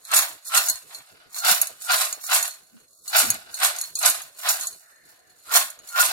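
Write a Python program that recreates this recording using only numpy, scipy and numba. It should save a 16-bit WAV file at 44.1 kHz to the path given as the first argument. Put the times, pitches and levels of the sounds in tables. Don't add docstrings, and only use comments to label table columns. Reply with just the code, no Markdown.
import sys
import numpy as np
from scipy import signal
from scipy.fft import rfft, irfft, next_fast_len
from scipy.io import wavfile
from scipy.ndimage import uniform_filter1d
from numba import njit

SR = 44100
rng = np.random.default_rng(int(sys.argv[2]) if len(sys.argv) > 2 else 0)


def nominal_scale(level):
    x = np.asarray(level, float) / 20
    return 10 ** x


def waveform_to_disk(signal):
    frames = np.transpose(np.atleast_2d(signal))
    scaled = np.clip(frames, -1, 1) * 32767
    samples = np.round(scaled).astype(np.int16)
    wavfile.write(sys.argv[1], SR, samples)


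N = 269892
TIME = np.arange(N) / SR
SIZE = next_fast_len(N + SR // 4)
STEP = 64
SIGNS = rng.choice([-1., 1.], 2 * N + SR)
TOP_HZ = 15900
SING_UNDER_LANDING_DB = -9

# (f/Hz, level/dB per Hz)
CLATTER = [(1760, -37.5), (3000, -17), (3200, -26), (3480, -9), (3900, -6), (4450, -1), (5030, -16),
           (5450, 0.5), (6180, -7), (6780, 3.5), (7440, -2.5), (8100, 1), (10100, -0.5), (11400, 1),
           (15100, -5.5), (16300, -30)]


def beans(landing_db, crackle_db, cavity_db):
    # (f/Hz, level/dB per Hz)
    bowl = [(260, -59.5), (440, -15), (510, -14), (665, -4), (841, -14.5), (1050, -9), (1250, -10),
            (1390, -6.5), (1710, -6.5), (2680, -11), (3140, -16), (3490, -8.5), (4600, -11.5),
            (5980, -23.5), (10100, -120)]
    # (f/Hz, level/dB, t60/s)
    shell_modes = [(586, -11, 0.1), (676, -9, 0.056), (1046, -1.5, 0.16), (1214, -3.5, 0.086),
                   (1498, 5, 0.05), (1510, 6, 0.029), (1833, -18, 0.13), (2030, -7.5, 0.033),
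                   (2372, 3, 0.026), (2667, 2.5, 0.06), (2900, 0, 0.08), (3950, -20.5, 0.072)]
    # (t/s, f/Hz)
    cavity_hz = [(.13, 1336), (.3, 1450), (.54, 1331), (.58, 1433), (1.44, 1400), (1.5, 1412), (1.9, 1410),
                 (2.0, 1435), (2.3, 1395), (2.36, 1470), (3.18, 1400), (3.65, 1435), (4.06, 1480),
                 (4.47, 1448), (5.52, 1390), (5.57, 1403), (5.96, 1404), (6.02, 1442)]
    rate_hz = np.clip(2400 * nominal_scale(.2 * (landing_db + 25)), 1400, 4000)
    shake = shower(rate_hz, spread_db=4.)
    blow = shake * nominal_scale(landing_db)
    body = nominal_scale(3.0) * shell(blow, bowl, t60=0.027, tail_db=-17.5, tail_t60=0.34)
    clatter = shower(rate_hz, spread_db=2.0) * nominal_scale(crackle_db + 2.0)
    dry = shell(clatter, CLATTER, t60=0.012, tail_db=-14.5, tail_t60=0.21, shift=0.032)
    for hz, db, t60 in shell_modes:
        body += nominal_scale(db - 37.0) * ring(blow * flutter(6.45, 12) * signs(), hz, t60, drift=0.024)

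    note_hz = curves(cavity_hz)[0]
    sing = ring(shake * signs(), note_hz[::STEP], t60=0.057, drift=0.0074)
    sing = sing / uniform_filter1d(sing ** 2, size=900) ** .3
    pitch_hz = note_hz * (1 + 0.00599 * np.repeat(walk(40), STEP)[:N])
    clear = flutter(2.3, 60) * np.sin(2 * np.pi * np.cumsum(pitch_hz) / SR)
    stands_out = np.clip((cavity_db - landing_db - SING_UNDER_LANDING_DB - 1) / 5, 0, 1)
    return body + dry + nominal_scale(cavity_db) * (nominal_scale(-3) * unit(sing) + stands_out * clear)


def shower(rate_hz, spread_db):
    falls = rng.random(N) < rate_hz / SR
    hardness = nominal_scale(spread_db * np.minimum(rng.exponential(size=N), 4))
    size = hardness * flutter(2.4, 110) * rng.choice([-1, 1], N)
    return unit(falls * size / np.sqrt(rate_hz / SR))


def shell(impacts, spectrum, t60, tail_db, tail_t60, shift=.05, count=4):
    t = TIME[:SR // 4]
    decay = nominal_scale(-60 * t / t60) + nominal_scale(tail_db - 60 * t / tail_t60)
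    noise = ports(1800.0, (count, len(t)))
    shifts = 1 + shift * np.linspace(-1, 1, count)
    rings = [colour(noise[:, k], np.array(spectrum) * [shifts[k], 1]) for k in range(count)]
    rings = np.stack(rings, axis=1) * decay

    roam = np.repeat(walk(14), STEP)[:N] + .5 * rng.standard_normal(N)
    place = np.clip(count / 2 + roam * count / 3, 0, count - 1).astype(int)
    strikes = rfft(impacts * (place == np.arange(count)[:, None]), SIZE)
    energy = np.mean(np.sum(rings ** 2, axis=-1))
    return irfft(np.sum(strikes * rfft(rings, SIZE), axis=1), SIZE)[:, :N] / np.sqrt(energy)


def motion():
    # (loudest t/s, build-up/s, level/dB)
    sings = [(.118, .012, -26), (.14, 0.014, -25), (.522, 0.0077, -30.5), (0.541, 0.019, -20),
             (.578, 0.037, -28), (.668, 0.053, -37), (1.42, .012, -35), (1.445, 0.029, -32),
             (1.497, 0.068, -29), (1.875, 0.022, -36), (1.9, 0.026, -25), (1.931, 0.033, -24),
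             (2.298, 0.0079, -26), (2.385, .02, -33), (3.183, 0.028, -28.5), (3.647, 0.024, -31),
             (4.061, 0.044, -31), (4.465, 0.032, -30), (5.52, 0.031, -28), (5.562, 0.059, -26.5),
             (5.955, 0.014, -28.5), (6.008, 0.066, -18)]
    # (t/s, length/s, level/dB)
    flicks = [
        (.57, .01, -31),
        (1.925, .01, -33),
        (2.3, 0.009, -32),
        (2.44, 0.073, -32.5),
        (2.62, 0.057, -53),
        (4.02, .06, -29),
        (4.49, .01, -32),
        (4.73, 0.012, -37.5),
        (5.5, .01, -40),
    ]
    clump_db = clumps()
    landing_db = together(pile(column=2, step_db=1.5, runout=1) - 1, clump_db - 9.5)
    crackle_db = together(pile(column=3, step_db=11.5, runout=1.14) - 1.0, clump_db)
    sing_db = (crest(*row, step_db=19, rise=500.5, fall=361) for row in sings)
    cavity_db = together(landing_db + SING_UNDER_LANDING_DB, *sing_db)
    jingle_db = together(-23.5 + 0.52 * crackle_db, bursts(flicks, -1, rise=457.5, fall=310))
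    return landing_db, crackle_db, cavity_db, jingle_db


def pile(column, step_db, runout):
    # (hardest t/s, build-up/s, landing/dB, crackle/dB, run-out/dB per s)
    tosses = [(.175, 0.044, -22, -16, 161), (0.574, 0.038, -24.5, -17, 137.5),
              (1.497, 0.045, -22, -15.5, 133.5), (1.931, 0.029, -22.5, -18, 122.5),
              (2.348, 0.034, -21.5, -17, 184.5), (3.185, 0.035, -20.5, -15, 124.5),
              (3.647, 0.026, -21, -19.5, 177), (4.062, 0.032, -24, -17, 128.5),
              (4.493, 0.031, -26, -20.5, 156), (5.563, 0.035, -22, -15, 177.5),
              (6.013, 0.037, -24, -17.5, 141)]
    # (start t/s, length/s, landing/dB, crackle/dB)
    lifts = [(.07, 0.053, -52, -43), (.472, 0.016, -52.5, -35.5), (1.362, 0.028, -45.5, -33),
             (1.82, .045, -50.5, -36), (2.238, .045, -49, -36), (3.083, 0.032, -46.5, -34.5),
             (3.545, 0.045, -48, -37), (3.975, 0.047, -48.5, -35), (4.395, 0.086, -45, -38),
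             (5.47, .03, -51, -48), (5.88, 0.062, -56, -41)]
    # (start t/s, length/s, landing/dB, crackle/dB)
    slips = [(.665, 0.021, -40.5, -28.5), (.915, 0.055, -49, -46), (1.2, 0.0061, -57.5, -76),
             (1.6, 0.03, -41.5, -34.5), (2.0, 0.027, -30, -23.5), (2.43, 0.012, -38.5, -29.5),
             (2.77, 0.0087, -63, -67), (3.79, 0.04, -45, -37), (4.6, .032, -43, -33.5),
             (4.71, 0.02, -64, -45.5), (5.095, 0.0051, -62, -55.5), (6.05, .01, -32.5, -24),
             (6.085, .04, -33, -44)]
    # (t/s, landing/dB, crackle/dB)
    creep = [(0, -63.5, -60), (.44, -78.5, -83), (.86, -78.5, -77), (1.06, -58, -56.5), (1.3, -64, -73),
             (1.78, -69.5, -71), (2.62, -65.5, -62.5), (2.85, -77.5, -63), (2.98, -77, -60),
             (3.5, -54, -61), (3.9, -66.5, -69), (4.35, -86.5, -82), (4.86, -65, -57), (5.05, -71.5, -69),
             (5.3, -68, -67), (5.44, -64, -56.5), (5.8, -59, -73), (6.12, -55, -63)]
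    toss_db = (crest(row[0], row[1], row[column], step_db, rise=636, fall=runout * row[-1], splash_db=3.5)
               for row in tosses)
    lift_db = bursts(lifts, column, rise=451.5, fall=251.5)
    slip_db = bursts(slips, column, rise=226, fall=192.5)
    return together(*toss_db, lift_db, slip_db, curves(creep)[column - 2])


def clumps():
    # (t/s, peak/dB)
    landings = [(0.1381, -7), (0.1424, -6.5), (0.1625, -7.5), (0.1674, -4), (0.1744, -4.5), (0.1894, -2.5),
                (0.5344, -22.5), (0.5467, -4.5), (0.5714, -11.5), (1.4466, -12.5), (1.4514, -14.5),
                (1.4674, -10.5), (1.4814, -2.5), (1.4934, -6.5), (1.5134, -8.5), (1.8834, -23),
                (1.9091, -12.5), (1.917, -5.5), (1.9394, -10.5), (1.9994, -10), (2.0144, -11),
                (2.2974, -18), (2.3136, -9.5), (2.3294, -5.5), (2.3454, -7), (2.3594, -10), (3.1428, -17),
                (3.1644, -5.5), (3.1814, -10.5), (3.1994, -6.5), (3.5992, -21.5), (3.6306, -10),
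                (3.6441, 0), (4.0114, -16), (4.0334, -10.5), (4.0592, -0.5), (4.0744, -7), (4.4323, -18),
                (4.4613, -15), (4.4892, -9), (5.4919, -26), (5.5209, -14), (5.5378, -8), (5.5524, -5.5),
                (5.5614, -7.5), (5.5704, -2.5), (5.5914, -10.5), (5.9584, -19), (5.9733, -17),
                (5.9973, -11), (6.0144, -9.5), (6.0494, -15)]
    fall_db_per_s = 1198.5
    return together(*(np.where(TIME >= s, db - 11 - fall_db_per_s * (TIME - s), -150) for s, db in landings))


def crest(s, lead_s, db, step_db, rise, fall, splash_db=0.):
    splash_s = 0.064
    shape = np.interp(TIME - s, [-lead_s, 0, splash_s], [-step_db, 0, -splash_db])
    return db + shape - rise * np.maximum(s - lead_s - TIME, 0) - fall * np.maximum(TIME - s, 0)


def bursts(table, column, rise, fall):
    return together(*(row[column] - rise * np.maximum(row[0] - TIME, 0)
                      - fall * np.maximum(TIME - row[0] - row[1], 0) for row in table))


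def together(*layers_db):
    return 10 * np.log10(sum(nominal_scale(2 * db) for db in layers_db))


def bangles(jingle_db):
    # (f/Hz, level/dB, t60/s)
    thick = [(3940, -10, .06), (4220, -3, .12), (4275, -1, .17), (4530, -7, .06)]
    # (f/Hz, level/dB, t60/s)
    middle = [(6120, -10, 0.047), (6505, -4, 0.056), (6810, -4, 0.083), (6910, -3, 0.055),
              (7800, -9, 0.028), (8100, -7, .05), (8400, -7.5, 0.056), (8460, -13.5, .04),
              (9470, -6.5, .04)]
    # (f/Hz, level/dB, t60/s)
    thin = [(10100, -7, .04), (10600, -4, .05), (11080, 0, .06), (11350, -2, .04), (11600, -4, .035),
            (13900, -7, .03), (15400, -10, .02)]
    s, peak_db, thick_db, thin_db = clinks()
    touches = shower(np.full(N, 500.), spread_db=5.5) * nominal_scale(jingle_db)
    out, ticks = np.zeros((2, N)), np.zeros(N)
    for modes, clink_db, touch_db in ((thick, peak_db + thick_db - 2.5, -38.),
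                                      (middle, peak_db - 11.5, -34.),
                                      (thin, peak_db + thin_db - 6, -35.)):
        place, size = hits(s, clink_db)
        drift = .006 if modes is thick else .012
        for hz, mode_db, t60 in modes:
            x = touches * signs() * nominal_scale(touch_db)
            for port in x:
                strength = nominal_scale(4.03 * rng.standard_normal(size.shape)) * rng.choice([-1, 1], size.shape)
                np.add.at(port, place, size * strength)
            out += nominal_scale(mode_db) * ring(x, hz, t60, drift)
    place, size = hits(s, peak_db + 6.5, bounce_db=-7.0, spacing_s=0.0016, count=4)
    np.add.at(ticks, place, size)
    return out + shell(ticks, CLATTER, t60=.015, tail_db=-18., tail_t60=.08, shift=.025)


def clinks():
    # (t/s, peak/dB, thin bangle level/dB)
    caught = [(0.051, -29, -8.5), (.1154, -15, -17.5), (.4521, -30, -9), (.473, -27, -17),
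              (.5768, -7.5, -5.5), (0.7568, -24, -24.5), (0.9475, -22.5, -23), (1.345, -24.5, -12),
              (1.3642, -25, -5), (1.3842, -18, -30), (1.4024, -23.5, -11), (1.4506, -20, -33),
              (1.918, -9.5, -20), (2.2135, -41, 3), (2.478, -24, 1), (2.509, -27, -25), (2.54, -37, -25),
              (.985, -35, -29), (3.079, -22.5, -4), (3.1424, -21, -23), (3.543, -19.5, -7.5),
              (3.5748, -33, -9), (3.8376, -23.5, -10), (3.9542, -12.5, -19.5), (4.0285, -12, -14),
              (4.6347, -21, -7), (5.5386, -11, -30), (5.5579, -6, -21), (5.8887, -28, -6)]
    # (t/s, peak/dB, thin bangle level/dB)
    light = [(0.164, -4.5, -13.5), (.176, -18, -8), (0.189, -11, 0), (0.2223, -15, -11), (0.6754, -19, -18),
             (0.6855, -9.5, -6), (0.6982, -3.5, -14.5), (1.514, -22.5, 6.5), (1.6146, -12.5, 6),
             (1.671, -17.5, -8), (1.6165, -17.5, -2), (1.623, -23, -7), (2.127, -13, -40),
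             (2.265, -22, -11), (2.557, -39, -14), (2.3888, -14, -14), (2.427, -10, -6.5),
             (3.096, -25.5, -5), (3.2004, -15.5, 2), (3.303, -5.5, -4.5), (3.343, -21, -6),
             (3.6452, -9, -21), (3.763, -19, -30), (3.7866, -16, -11), (3.813, -11.5, -8),
             (3.9898, -14.5, -3), (4.057, -9, -10.5), (4.098, -10.5, 1), (4.218, -26.5, -3),
             (4.488, -7, -22), (4.6103, -13, -31), (4.6705, -12, -12), (5.7018, -26.5, -4),
             (5.7902, -32.5, -13)]
    s, peak_db, thin_db = np.transpose(caught + light)
    thick_db = np.where(np.arange(len(s)) < len(caught), -14, -23)
    return s, peak_db, thick_db, thin_db


def hits(s, db, bounce_db=-19.0, spacing_s=0.0048, count=3):
    gaps = (0.49 + rng.random((len(s), count))) * (np.arange(count) > 0)
    late_s = np.cumsum(spacing_s * gaps, axis=1)
    place = np.minimum(((s[:, None] + late_s) * SR).astype(int), N - 1)
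    return place, nominal_scale(db[:, None] + bounce_db * np.arange(count))


def hands():
    # (t/s, f/Hz, rms level/dB, length/s)
    thumps = [(0.176, 275, -57.5, 0.15), (0.306, 309, -67.5, 0.046), (0.585, 126, -49.5, 0.052),
              (0.703, 280, -53.5, 0.032), (0.702, 70, -62, 0.054), (0.75, 59.4, -67.5, 0.04),
              (1.523, 200, -48, 0.013), (1.503, 66.5, -71, 0.016), (1.616, 151, -92, 0.034),
              (1.721, 100, -78, 0.066), (2.025, 393, -66.5, 0.21), (2.04, 344, -67, 0.029),
              (2.383, 323, -59.5, 0.072), (2.76, 232, -54, 0.071), (3.245, 264, -48, 0.048),
              (3.285, 220, -47, 0.056), (3.262, 128, -50.5, 0.054), (3.31, 100, -47.5, 0.054),
              (3.235, 415, -57, 0.029), (3.34, 210, -56, 0.04), (3.74, 396, -66, 0.04),
              (3.925, 153, -73.5, 0.11), (4.096, 319, -57.5, 0.069), (4.255, 151, -67, 0.073),
              (4.516, 376, -65.5, 0.16), (4.605, 286, -69, 0.042), (5.656, 228, -68, 0.079),
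              (6.093, 303, -60.5, 0.04)]
    # (t/s, f/Hz, rms level/dB, length/s)
    rubs = [(4.9, 1800, -66, .25), (5.0, 1790, -66, .25), (4.9, 1400, -67, .25), (5.1, 1760, -66, .2),
            (5.28, 1750, -69, .3), (5.2, 680, -67, .08), (.95, 650, -60, .1), (1.705, 640, -50, .03),
            (2.18, 620, -55, .03), (1.517, 150, -49, .015), (1.612, 200, -57, .015)]
    return swells(thumps, wobble=0.046, apart=0.59) + swells(rubs, wobble=0.125, apart=0.78)


def swells(table, wobble, apart):
    out = np.zeros((2, N))
    for s, hz, db, length_s in table:
        at = np.flatnonzero(np.abs(TIME - s) < .8 * length_s)
        wander = np.cumsum(rng.standard_normal((3, SR // 2)), axis=1)
        both, left, right = wander[:, :len(at)] * wobble
        sway = uniform_filter1d(both + apart * np.array([left, right]), size=int(SR / hz))
        out[:, at] += nominal_scale(db + 8.5) * np.hanning(len(at)) ** 2 * np.sin(2 * np.pi * hz * TIME[at] + sway)
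    return out


def thud(s=3.215, db=-47, fall_db_per_s=110, top_hz=420):
    late_s = np.maximum(TIME - s, 0)
    low = unit(band(ports(300., (N,)), 45, 210))
    high = unit(band(ports(300., (N,)), 180, top_hz))
    decay = nominal_scale(db - fall_db_per_s * late_s - 900 * np.maximum(late_s - .28, 0))
    knock = low * np.minimum(late_s / 0.12, 1) * nominal_scale(0.5) + high
    return np.minimum(late_s / .04, 1) * flutter(6.6, 30) * decay * knock


def rumble(landing_db):
    # (from t/s, to t/s)
    bass_shut = [(.05, .1), (.14, .3), (.455, .56), (.62, .675), (.77, .8), (1.36, 1.49), (1.54, 1.59),
                 (1.64, 1.68), (1.81, 2.09), (2.15, 2.18), (2.25, 2.395), (2.45, 2.48), (2.51, 2.55),
                 (3.07, 3.21), (3.54, 3.76), (4.02, 4.07), (4.12, 4.17), (4.42, 4.66), (5.57, 5.63),
                 (5.96, 6.09)]
    # (f/Hz, level/dB per Hz)
    room_spectrum = [(12, -50.5), (20, -15.5), (38, -14.5), (112, -7.5), (145, -5), (195, -9.5),
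                     (367, -4.5), (500, -2.5), (650, -19.5), (1100, -120)]
    shut = sum((TIME > a) & (TIME < b) for a, b in bass_shut)
    room = nominal_scale(-70) * flutter(7.3, 29) * unit(colour(ports(84.0, (N,)), room_spectrum))
    skirt = nominal_scale(landing_db - 25.0) * unit(band(band(ports(400., (N,)), 414, 560), 414, 560))
    return (room + skirt) * uniform_filter1d(1. - np.minimum(shut, 1), size=900)


def kitchen():
    # (f/Hz, level/dB per Hz)
    hiss_spectrum = [(240, -54), (400, 6.5), (744, -1.5), (817, -33), (1150, -8.5), (1360, -12),
                     (2170, -24.5), (3630, -50), (5960, -37.5), (11400, -11.5), (16300, -45)]
    hiss = unit(colour(ports(500., (N,)), hiss_spectrum))
    edges_hz = 480 * 2 ** np.arange(0, 5, .5)
    return nominal_scale(-70.5) * sum(flutter(9.9, 12.0) * band(hiss, hz, hz * np.sqrt(2)) for hz in edges_hz)


def ring(x, hz, t60, drift):
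    omega = 2j * np.pi * hz * (1 + drift * walk(15))
    return resonate(x, np.exp((omega - np.log(1000) / t60) / SR), STEP)


@njit
def resonate(x, pole, step):
    y = np.empty(x.shape)
    for port in range(2):
        z = 0j
        for i in range(x.shape[1]):
            z = z * pole[i // step] + x[port, i]
            y[port, i] = z.imag
    return y


def signs():
    start = rng.integers(SR)
    return SIGNS[start:start + 2 * N].reshape(2, N)


def ports(bass_hz, shape):
    mid, left, right = rng.standard_normal((3, *shape))
    b, a = signal.butter(1, bass_hz, fs=SR)
    low = signal.lfilter(b, a, mid)
    return np.array([low + v - signal.lfilter(b, a, v) for v in (left, right)])


def walk(rate_hz):
    k = int(SR / STEP / rate_hz) + 1
    held = np.repeat(rng.standard_normal(N // STEP + 1), k)[:N // STEP + 1]
    return 1.24 * uniform_filter1d(held, size=k)


def flutter(db, rate_hz):
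    gain = nominal_scale(db * np.minimum(walk(rate_hz), 1.2))
    return np.interp(np.arange(N), STEP * np.arange(N // STEP + 1), gain)


def curves(table):
    s, *columns = np.transpose(table)
    return [np.interp(TIME, s, c) for c in columns]


def unit(x):
    return x / np.sqrt(np.mean(x ** 2))


def colour(x, spectrum):
    n = x.shape[-1]
    hz, db = np.transpose(spectrum)
    gain = nominal_scale(np.interp(np.log(np.fft.rfftfreq(n, 1 / SR) + 1), np.log(hz), db))
    return irfft(rfft(x) * gain, n)


def band(x, lo_hz, hi_hz):
    return signal.sosfilt(signal.butter(2, (lo_hz, hi_hz), "band", fs=SR, output="sos"), x)


def scene():
    # (f/Hz, left minus right level/dB)
    lean = [(500, -1.5), (2000, 0), (5000, -3), (10000, -1.5), (14000, 0.5)]
    landing_db, crackle_db, cavity_db, jingle_db = motion()
    near = beans(landing_db, crackle_db, cavity_db) + bangles(jingle_db) + kitchen()
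    bass_cut = signal.cheby2(10, 70, 400, "high", fs=SR, output="sos")
    left, right = signal.sosfilt(bass_cut, near) + hands() + rumble(landing_db) + thud()
    half_lean = np.array(lean) * [1, .5]
    left = np.roll(colour(left, half_lean), -8)
    return np.array([left, colour(right, half_lean * [1, -1])])


def starve(x, below_db):
    hz, _, z = signal.stft(x, SR, nperseg=2048)
    power = uniform_filter1d(np.mean(np.abs(z) ** 2, axis=0), size=8, axis=0)
    power = power[::8].repeat(8, axis=0)[:len(hz)]
    power = uniform_filter1d(power, size=2, axis=1)
    middle = (hz > 900) & (hz < 6600)
    floor = nominal_scale(2 * below_db) * np.median(power[hz < TOP_HZ], axis=0)
    weak = (power < floor) & middle[:, None]
    return signal.istft(z * ~weak, SR, nperseg=2048)[1][:, :N]


def band_limit(x):
    return signal.sosfilt(signal.butter(12, 16490, fs=SR, output="sos"), x)


def record(dry):
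    top_cut = signal.ellip(8, .3, 50, TOP_HZ, fs=SR, output="sos")
    mix = starve(signal.sosfilt(top_cut, dry), below_db=-6.5)
    return band_limit(mix)


dry = scene()
out = record(dry)
waveform_to_disk(out)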